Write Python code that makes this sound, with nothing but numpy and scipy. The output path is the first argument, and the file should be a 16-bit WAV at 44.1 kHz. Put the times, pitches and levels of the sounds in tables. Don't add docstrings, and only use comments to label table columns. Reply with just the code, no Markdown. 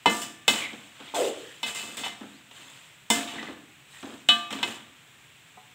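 import sys
import numpy as np
from scipy import signal
from scipy.io import wavfile
from scipy.ndimage import uniform_filter1d

SR = 44100
rng = np.random.default_rng(int(sys.argv[2]) if len(sys.argv) > 2 else 0)


def pcm_store(signal):
    levels = np.round(np.clip(np.atleast_2d(signal), -1, 1) * 32767)
    wavfile.write(sys.argv[1], SR, levels.astype(np.int16).T)


N = 253479
TIME = np.arange(N) / SR
AGE = np.arange(SR) / SR

SPOTS = ["floor", "bend", "wall", "rim"]
# (time [s], spot, ring [dB], ring length [factor], spoon bowl [dB], thud [dB],
# clack [dB], tick [dB])
SPOON_KNOCKS = [(.058, "floor", -18, 1.24, -3, -20, -19.5, -28),
                (0.4795, "wall", -14.5, 0.69, -19.5, -25.5, -18.5, -16),
                (1.6303, "wall", -27.5, 1.14, -26.5, -45, -34, -32.5),
                (3.1019, "bend", -21, 1.31, -11.5, -30, -21, -15),
                (4.2873, "rim", -10, 1.24, -40, -34, -21, -26.5),
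                (4.629, "wall", -20.5, 0.42, -20, -36.5, -26, -32),
                (0.2173, "floor", -40, 0.17, -48, -59, -47, -29.5),
                (1.748, "wall", -41, 1.4, -57, -67, -41, -32.5),
                (1.97, "bend", -47, 2.8, -40, -53, -37, -31),
                (2.035, "wall", -34, 1.1, -31.5, -73, -33.5, -52),
                (2.062, "wall", -46, 0.41, -25.5, -65, -31.5, -43),
                (4.5057, "bend", -40, 0.59, -57, -38, -32, -42),
                (4.527, "floor", -29.5, 0.28, -35, -55, -32.5, -37.5),
                (4.587, "rim", -53, 0.56, -53, -46, -37.5, -57)]
# (frequency [Hz], t60 [s], level struck on floor [dB], bend [dB], wall [dB], rim [dB])
POT_MODES = [(226.9, 0.29, -19, -5, -18, -21), (330, 0.97, -25, -23, -29, -36),
             (463.7, 0.25, -7, -9.5, -15.5, -32), (699, 0.62, -18, -10.5, -21.5, -23.5),
             (1184.4, 0.72, -11.5, -19, -22, -15), (1566, 0.74, -32, -20, -18, -19.5),
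             (1735, 1, -28.5, -16, -25.5, -28.5), (1762, 0.57, -13.5, -17, -27, -28),
             (2075, 0.26, -2.5, -3, -6, -22.5), (2566, 0.49, -12, -20, -8, -12),
             (2612, 0.16, -4.5, -32, -1, -17), (2991, 0.21, 0, -2, 0.5, 1.5),
             (3300, 0.27, -15, -10, -8.5, -11), (3563, 0.11, -9, 3.5, 0, -5.5),
             (3814, 0.23, -24.5, -26, -8, -7.5), (4036, 0.26, -11.5, -33, -12, -16.5),
             (4220, 0.25, -29, -30, -17, -21.5), (4470, 0.2, -19, -39, -15, -23),
             (5270, 0.13, -24, -9.5, -12, -39), (5450, 0.23, -20, -36, -21, -30.5),
             (7550, .14, -24, -17, -29, -20), (8200, .12, -29, -2, -30, -34)]
# (frequency [Hz], t60 [s], relative level [dB])
SPOON_MODES = [(910, 0.044, 2.5), (958, 0.098, -5), (806, 0.044, -2.5)]
# (frequency [Hz], relative level [dB])
THUD_SPECTRUM = [(40, -63.5), (75, -16.5), (125, -15.5), (170, -15.5), (225, 3), (275, -2), (325, -3),
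                 (400, -10), (520, -11), (900, -14), (1600, -15), (4000, -58)]
CLACK_SPECTRUM = [(150, -24), (400, -8.5), (750, 0.5), (1300, -2.5), (1850, -3), (2600, -1.5), (3600, 1.5),
                  (4600, -21), (6000, -14.5), (12000, -55.5)]
TICK_SPECTRUM = [(2000, -32), (4500, -11), (5300, -7), (6100, -10.5), (7200, -1.5), (7950, -1.5),
                 (9000, -11), (11500, -20.5), (14000, -18), (16000, -13.5)]
GRIT_SPECTRUM = [(150, -8.5), (400, -3.5), (800, 1.5), (1300, -1), (2100, 0), (3200, 5.5), (3900, -0.5),
                 (4700, -9.5), (6200, -10), (10000, -44.5)]
# (time [s], hold [s], rasp [dB], wet hiss [dB], ring over rasp [dB])
EDGE_SCRAPES = [(0.093, .11, -39, -33, -8), (0.216, 0.021, -39.5, -35, -6), (0.524, 0.12, -30.5, -40, -8),
                (1.142, 0.15, -33, -33, -16), (1.658, 0.053, -37, -37, -0.5), (1.752, 0.38, -39, -38, -2),
                (1.97, 0.048, -42.5, -46, -2), (2.04, 0.038, -38.5, -42.5, -2), (3.13, .1, -33.5, -44, -8),
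                (3.27, 0.26, -37.5, -47.5, -11.5), (4.51, 0.16, -39.5, -49, -11),
                (4.67, 0.092, -41, -46, -11)]
# (time [s], length [s], rasp [dB], wet hiss [dB])
SPOON_GLIDES = [(0.666, 0.35, -54, -57), (0.933, 0.67, -48, -59), (1.31, 0.5, -54, -56),
                (2.16, 0.29, -59, -60.5), (2.5, 0.51, -50.5, -55), (3.884, .42, -52, -54.5)]
# (time [s], hold [s], level [dB])
PASTA_TUMBLES = [(.1, 0.2, -41.5), (.54, 0.27, -43.5), (1.83, 0.13, -46), (1.98, .13, -45),
                 (2.58, 0.14, -57), (3.15, 0.11, -38.5), (3.33, .18, -43.5), (4.06, 0.091, -43),
                 (4.52, 0.26, -42)]
# (time [s], thud [dB], wet smack [dB])
PASTA_PLOPS = [(0.73, -36, -38.5), (1.0, -37, -46), (1.066, -47, -44), (2.2074, -34.5, -47),
               (2.229, -35.5, -46), (2.511, -55, -43), (3.352, -32, -52), (3.428, -32.5, -31.5),
               (3.484, -30, -44), (3.507, -38.5, -50), (4.027, -30.5, -38.5), (4.054, -40, -40.5),
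               (4.104, -49, -44), (4.138, -46, -43), (4.547, -32.5, -44.5), (4.676, -30, -38)]
# (frequency [Hz], t60 [s], relative level [dB])
JUDDER_MODES = [(464, .35, -10), (322, .6, 0), (556, .35, -13)]
# (frequency [Hz], relative level [dB])
HOLLOW_SPECTRUM = [(120, -49), (240, 2.5), (330, 0.5), (650, 3.5), (950, -13), (1250, -37), (2500, -43)]
# (time [s], length [s], level [dB], start pitch [Hz], end pitch [Hz])
PASTA_SQUEAKS = [(0.599, 0.082, -36, 2550, 1960), (0.687, 0.043, -47, 2230, 2130),
                 (1.434, 0.11, -57, 1730, 1770), (3.276, 0.012, -51, 3300, 3200),
                 (3.378, 0.028, -39, 1900, 1900), (3.467, 0.015, -44, 1830, 1830),
                 (3.931, 0.06, -55.5, 1810, 1850)]
# (frequency [Hz], t60 [s], level [dB])
SETTLE_MODES = [(205, 0.085, -51), (420, .08, -52), (746, 0.13, -42.5), (853, 0.092, -45.5),
                (1020, 0.067, -47), (1236, 0.075, -48)]
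# (frequency [Hz], relative level [dB])
SIZZLE_SPECTRUM = [(25, -31), (65, -15.5), (140, 0), (200, -10.5), (500, -16), (1100, -13), (2500, -7),
                   (3600, -10.5), (4700, -23), (6200, -22), (7700, -14), (10000, -28.5), (12000, -29.5),
                   (15500, -24.5)]
# (time [s], level [dB])
FAR_CHIRPS = [(-.05, -62), (1.02, -58), (2.322, -54), (3.44, -58)]
# (frequency [Hz], t60 [s])
KITCHEN_DECAY = [(150, 0.72), (400, 0.53), (1000, 0.39), (3000, 0.43), (8000, 0.37), (15000, 0.14)]


def knocks():
    out = np.zeros(N)
    bowl = ringing(SPOON_MODES) * (1 - fade(0.0087)) / 2
    for s, spot, ring_db, length, bowl_db, thud_db, clack_db, tick_db in SPOON_KNOCKS:
        add(out, s, amp(ring_db) * pot_ring(spot, length))
        add(out, s, amp(bowl_db) * bowl)
        add(out, s, amp(thud_db) * burst(THUD_SPECTRUM, t60=0.27, tail_db=-28, tail_t60=0.27, rise=0.013))
        add(out, s, amp(clack_db) * burst(CLACK_SPECTRUM, t60=0.057, tail_db=-16, tail_t60=0.81,
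                                          rise=0.0047))
        add(out, s, amp(tick_db) * burst(TICK_SPECTRUM, t60=0.01, tail_db=-9, tail_t60=0.41, rise=0.00074))
    return out


def pot_ring(spot, length, split=0.0015, twin_db=-4):
    ring = np.zeros(SR)
    for hz, t60, *spot_db in POT_MODES:
        phase, start = 2 * np.pi * hz * AGE, rng.uniform(0, 2 * np.pi)
        lower = np.sin(phase * (1 - split / 2) + start)
        upper = amp(twin_db) * np.sin(phase * (1 + split / 2) + start)
        ring += amp(spot_db[SPOTS.index(spot)]) * fade(t60 * length) * (lower + upper)
    return ring * (1 - fade(0.0081)) / (1 + amp(twin_db))


def scraping(grit_db=-5, squelch_db=-11, hiss_db=-5, crackle_db=-6, glide_ring_db=-15):
    moves = [(push(s, held), *levels) for s, held, *levels in EDGE_SCRAPES]
    moves += [(glide(s, length), *levels, glide_ring_db) for s, length, *levels in SPOON_GLIDES]
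    force = sum(shape * amp(rasp_db) for shape, rasp_db, _, _ in moves)
    wetness = sum(shape * amp(wet_db) for shape, _, wet_db, _ in moves)
    wall_force = sum(shape * amp(rasp_db + ring_db) for shape, rasp_db, _, ring_db in moves)
    slips = grains(per_s=2000, spread_db=3)
    squelch = pops(878, 4314, t60=0.031, spread_db=7, per_pitch=250)
    crackle = pops(4500, 15030, t60=0.021, spread_db=3, per_pitch=500)
    wall_modes = [(hz, t60, wall_db) for hz, t60, _, _, wall_db, _ in POT_MODES]
    ring = excite(slips * wall_force, wall_modes)
    rasp = colour(force * (amp(grit_db) * slips + amp(squelch_db) * squelch), GRIT_SPECTRUM)
    hiss = colour(wetness * (amp(hiss_db) * slips + amp(crackle_db) * crackle), TICK_SPECTRUM)
    return ring + rasp + hiss


def push(s, held, grip_s=0.0075, ease_db_per_s=57.5, release_t60=0.15):
    t = np.maximum(TIME - s, 0)
    grip = np.minimum(t / grip_s, 1)
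    return grip * amp(-ease_db_per_s * t) * fade(release_t60, np.maximum(t - held, 0))


def glide(s, length, peak_share=0.17):
    return np.sin(np.interp(TIME, [s, s + length * peak_share, s + length], [0, np.pi / 2, np.pi]))


def pops(low_hz, high_hz, t60, spread_db, per_pitch, pitches=40):
    out, decay = np.zeros(N), fade(t60, 1 / SR)
    for hz in np.linspace(low_hz, high_hz, pitches) * rng.uniform(0.97, 1.03, pitches):
        strength = amp(spread_db * np.minimum(rng.exponential(1, per_pitch), 3))
        clicks = np.bincount(rng.integers(0, N, per_pitch), strength, N)
        resonator = [1, -2 * decay * np.cos(2 * np.pi * hz / SR), decay ** 2]
        out += signal.lfilter([1, 0, -1], resonator, clicks)
    return unit(out)


def pasta():
    shifting = sum(amp(db) * push(s, held) for s, held, db in PASTA_TUMBLES)
    out = colour(grains(per_s=560, spread_db=0) * shifting, THUD_SPECTRUM)
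    for s, thud_db, smack_db in PASTA_PLOPS:
        thud = burst(THUD_SPECTRUM, t60=0.087, tail_db=-22, tail_t60=0.83, rise=0.036)
        smack = burst(GRIT_SPECTRUM, t60=0.037, tail_db=-21.5, tail_t60=0.23, rise=0.0075)
        add(out, s, amp(thud_db) * thud + amp(smack_db) * smack)
    return out


def judder(s=1.139, length=0.175, slips_per_s=160, start_hz=890, end_hz=464, sink_s=0.042, crest_s=0.078):
    t = np.arange(0, length, 1 / SR)
    slip_rate = slips_per_s * np.exp(0.3 * wander(len(t), smooth=120))
    slips = np.diff(np.floor(np.cumsum(slip_rate) / SR), prepend=-1)
    drive = unit(slips - slips.mean()) + 0.54 * rng.standard_normal(len(t))
    hz = end_hz + (start_hz - end_hz) * np.exp(-(t / sink_s) ** 2)
    note = resonate(resonate(drive, hz, width_hz=65), hz, width_hz=500)
    note /= np.sqrt(uniform_filter1d(note ** 2, size=400) + 1e-12)
    note *= amp(-25 - np.maximum(94 * (crest_s - t), 115 * (t - crest_s)))
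    hollow = amp(-36 - 27 * t) * unit(colour(drive, HOLLOW_SPECTRUM))
    lift_off = np.minimum((length - t) / 0.0075, 1)
    out = np.zeros(N)
    add(out, s, lift_off * (note + hollow))
    return out + amp(-29) * excite(out, JUDDER_MODES)


def squeaks(width_hz=380):
    out = np.zeros(N)
    for s, length, db, start_hz, end_hz in PASTA_SQUEAKS:
        hz = np.linspace(start_hz, end_hz, round(length * SR))
        rub = resonate(resonate(rng.standard_normal(len(hz)), hz, width_hz), hz, width_hz)
        add(out, s, amp(db) * unit(rub * signal.windows.tukey(len(hz), 0.5)))
    return out


def settling(s=5.572):
    out = np.zeros(N)
    add(out, s, ringing(SETTLE_MODES) * (1 - fade(0.011)))
    return out


def sizzle(level_db=-54.5):
    return amp(level_db) * unit(colour(grains(per_s=14000, spread_db=2.5), SIZZLE_SPECTRUM))


def chirps(start_hz=3550, end_hz=5300, length=0.08, waver=0.012):
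    out = np.zeros(N)
    sweep = np.linspace(start_hz, end_hz, round(length * SR))
    envelope = signal.windows.tukey(len(sweep), 0.5) * fade(0.35)[:len(sweep)]
    for s, db in FAR_CHIRPS:
        hz = sweep * (1 + waver * wander(len(sweep), smooth=100))
        add(out, s, amp(db) * envelope * np.sin(2 * np.pi * np.cumsum(hz) / SR))
    return out


def kitchen(x, echoes_per_s=3000, first_echo_s=0.004):
    echoes = rng.standard_normal(SR) * (rng.random(SR) < echoes_per_s / SR) * (AGE > first_echo_s)
    hz, t, bands = signal.stft(echoes, SR, nperseg=256)
    tail = signal.istft(bands * fade(read(KITCHEN_DECAY, hz)[:, None], t), SR)[1]
    return signal.fftconvolve(x, tail / np.linalg.norm(tail))[:N]


def burst(spectrum, t60, tail_db, tail_t60, rise):
    envelope = (1 - fade(rise)) * (fade(t60) + amp(tail_db) * fade(tail_t60))
    return colour(rng.standard_normal(SR) * envelope, spectrum)


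def grains(per_s, spread_db):
    size = amp(spread_db * np.minimum(rng.exponential(1, N), 4))
    return unit(size * rng.choice([-1, 1], N) * (rng.random(N) < per_s / SR))


def wander(count, smooth):
    return unit(uniform_filter1d(rng.standard_normal(count), size=smooth))


def ringing(modes):
    return sum(amp(db) * fade(t60) * np.sin(2 * np.pi * hz * AGE) for hz, t60, db in modes)


def excite(x, modes):
    ring = ringing(modes)
    return signal.oaconvolve(x, ring / np.linalg.norm(ring))[:len(x)]


def resonate(x, hz, width_hz):
    carrier = np.exp(2j * np.pi * np.cumsum(hz) / SR)
    decay = np.exp(-np.pi * width_hz / SR)
    return (carrier * signal.lfilter([1 - decay], [1, -decay], x / carrier)).real


def colour(x, spectrum, size=2048):
    log_gain = np.log(amp(read(spectrum, abs(np.fft.fftfreq(size, 1 / SR)))))
    taps = np.fft.ifft(np.exp(np.conj(signal.hilbert(log_gain)))).real
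    return signal.oaconvolve(x, taps / np.linalg.norm(taps))[:len(x)]


def read(points, hz):
    table_hz, value = np.transpose(points)
    return np.interp(np.log(hz + 1), np.log(table_hz + 1), value)


def add(mix, s, sound):
    start = round(s * SR)
    sound = sound[max(-start, 0):]
    part = mix[max(start, 0):][:len(sound)]
    part += sound[:len(part)]


def fade(t60, t=AGE):
    return np.exp(-np.log(1000) * t / t60)


def amp(db):
    return 10 ** (np.asarray(db) / 20)


def unit(x):
    return x / np.sqrt(np.mean(x ** 2) + 1e-20)


def scene(room_db=-9, knock_room_db=-16, bass_hz=80):
    clanks = knocks()
    softer = scraping() + pasta() + judder() + squeaks() + settling() + chirps()
    room = kitchen(amp(knock_room_db) * clanks + amp(room_db) * softer)
    low_cut = signal.butter(2, bass_hz, "high", fs=SR, output="sos")
    mono = signal.sosfilt(low_cut, clanks + softer + room) + sizzle()
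    return np.array([mono, mono])


def record(dry, ceiling=0.91, edge_hz=15750):
    rounded = ceiling * np.tanh(dry / ceiling)
    lowpass = signal.firwin(511, edge_hz, window=("kaiser", 9), fs=SR)
    return signal.oaconvolve(rounded, lowpass[None], "same")


dry = scene()
out = record(dry)
pcm_store(out)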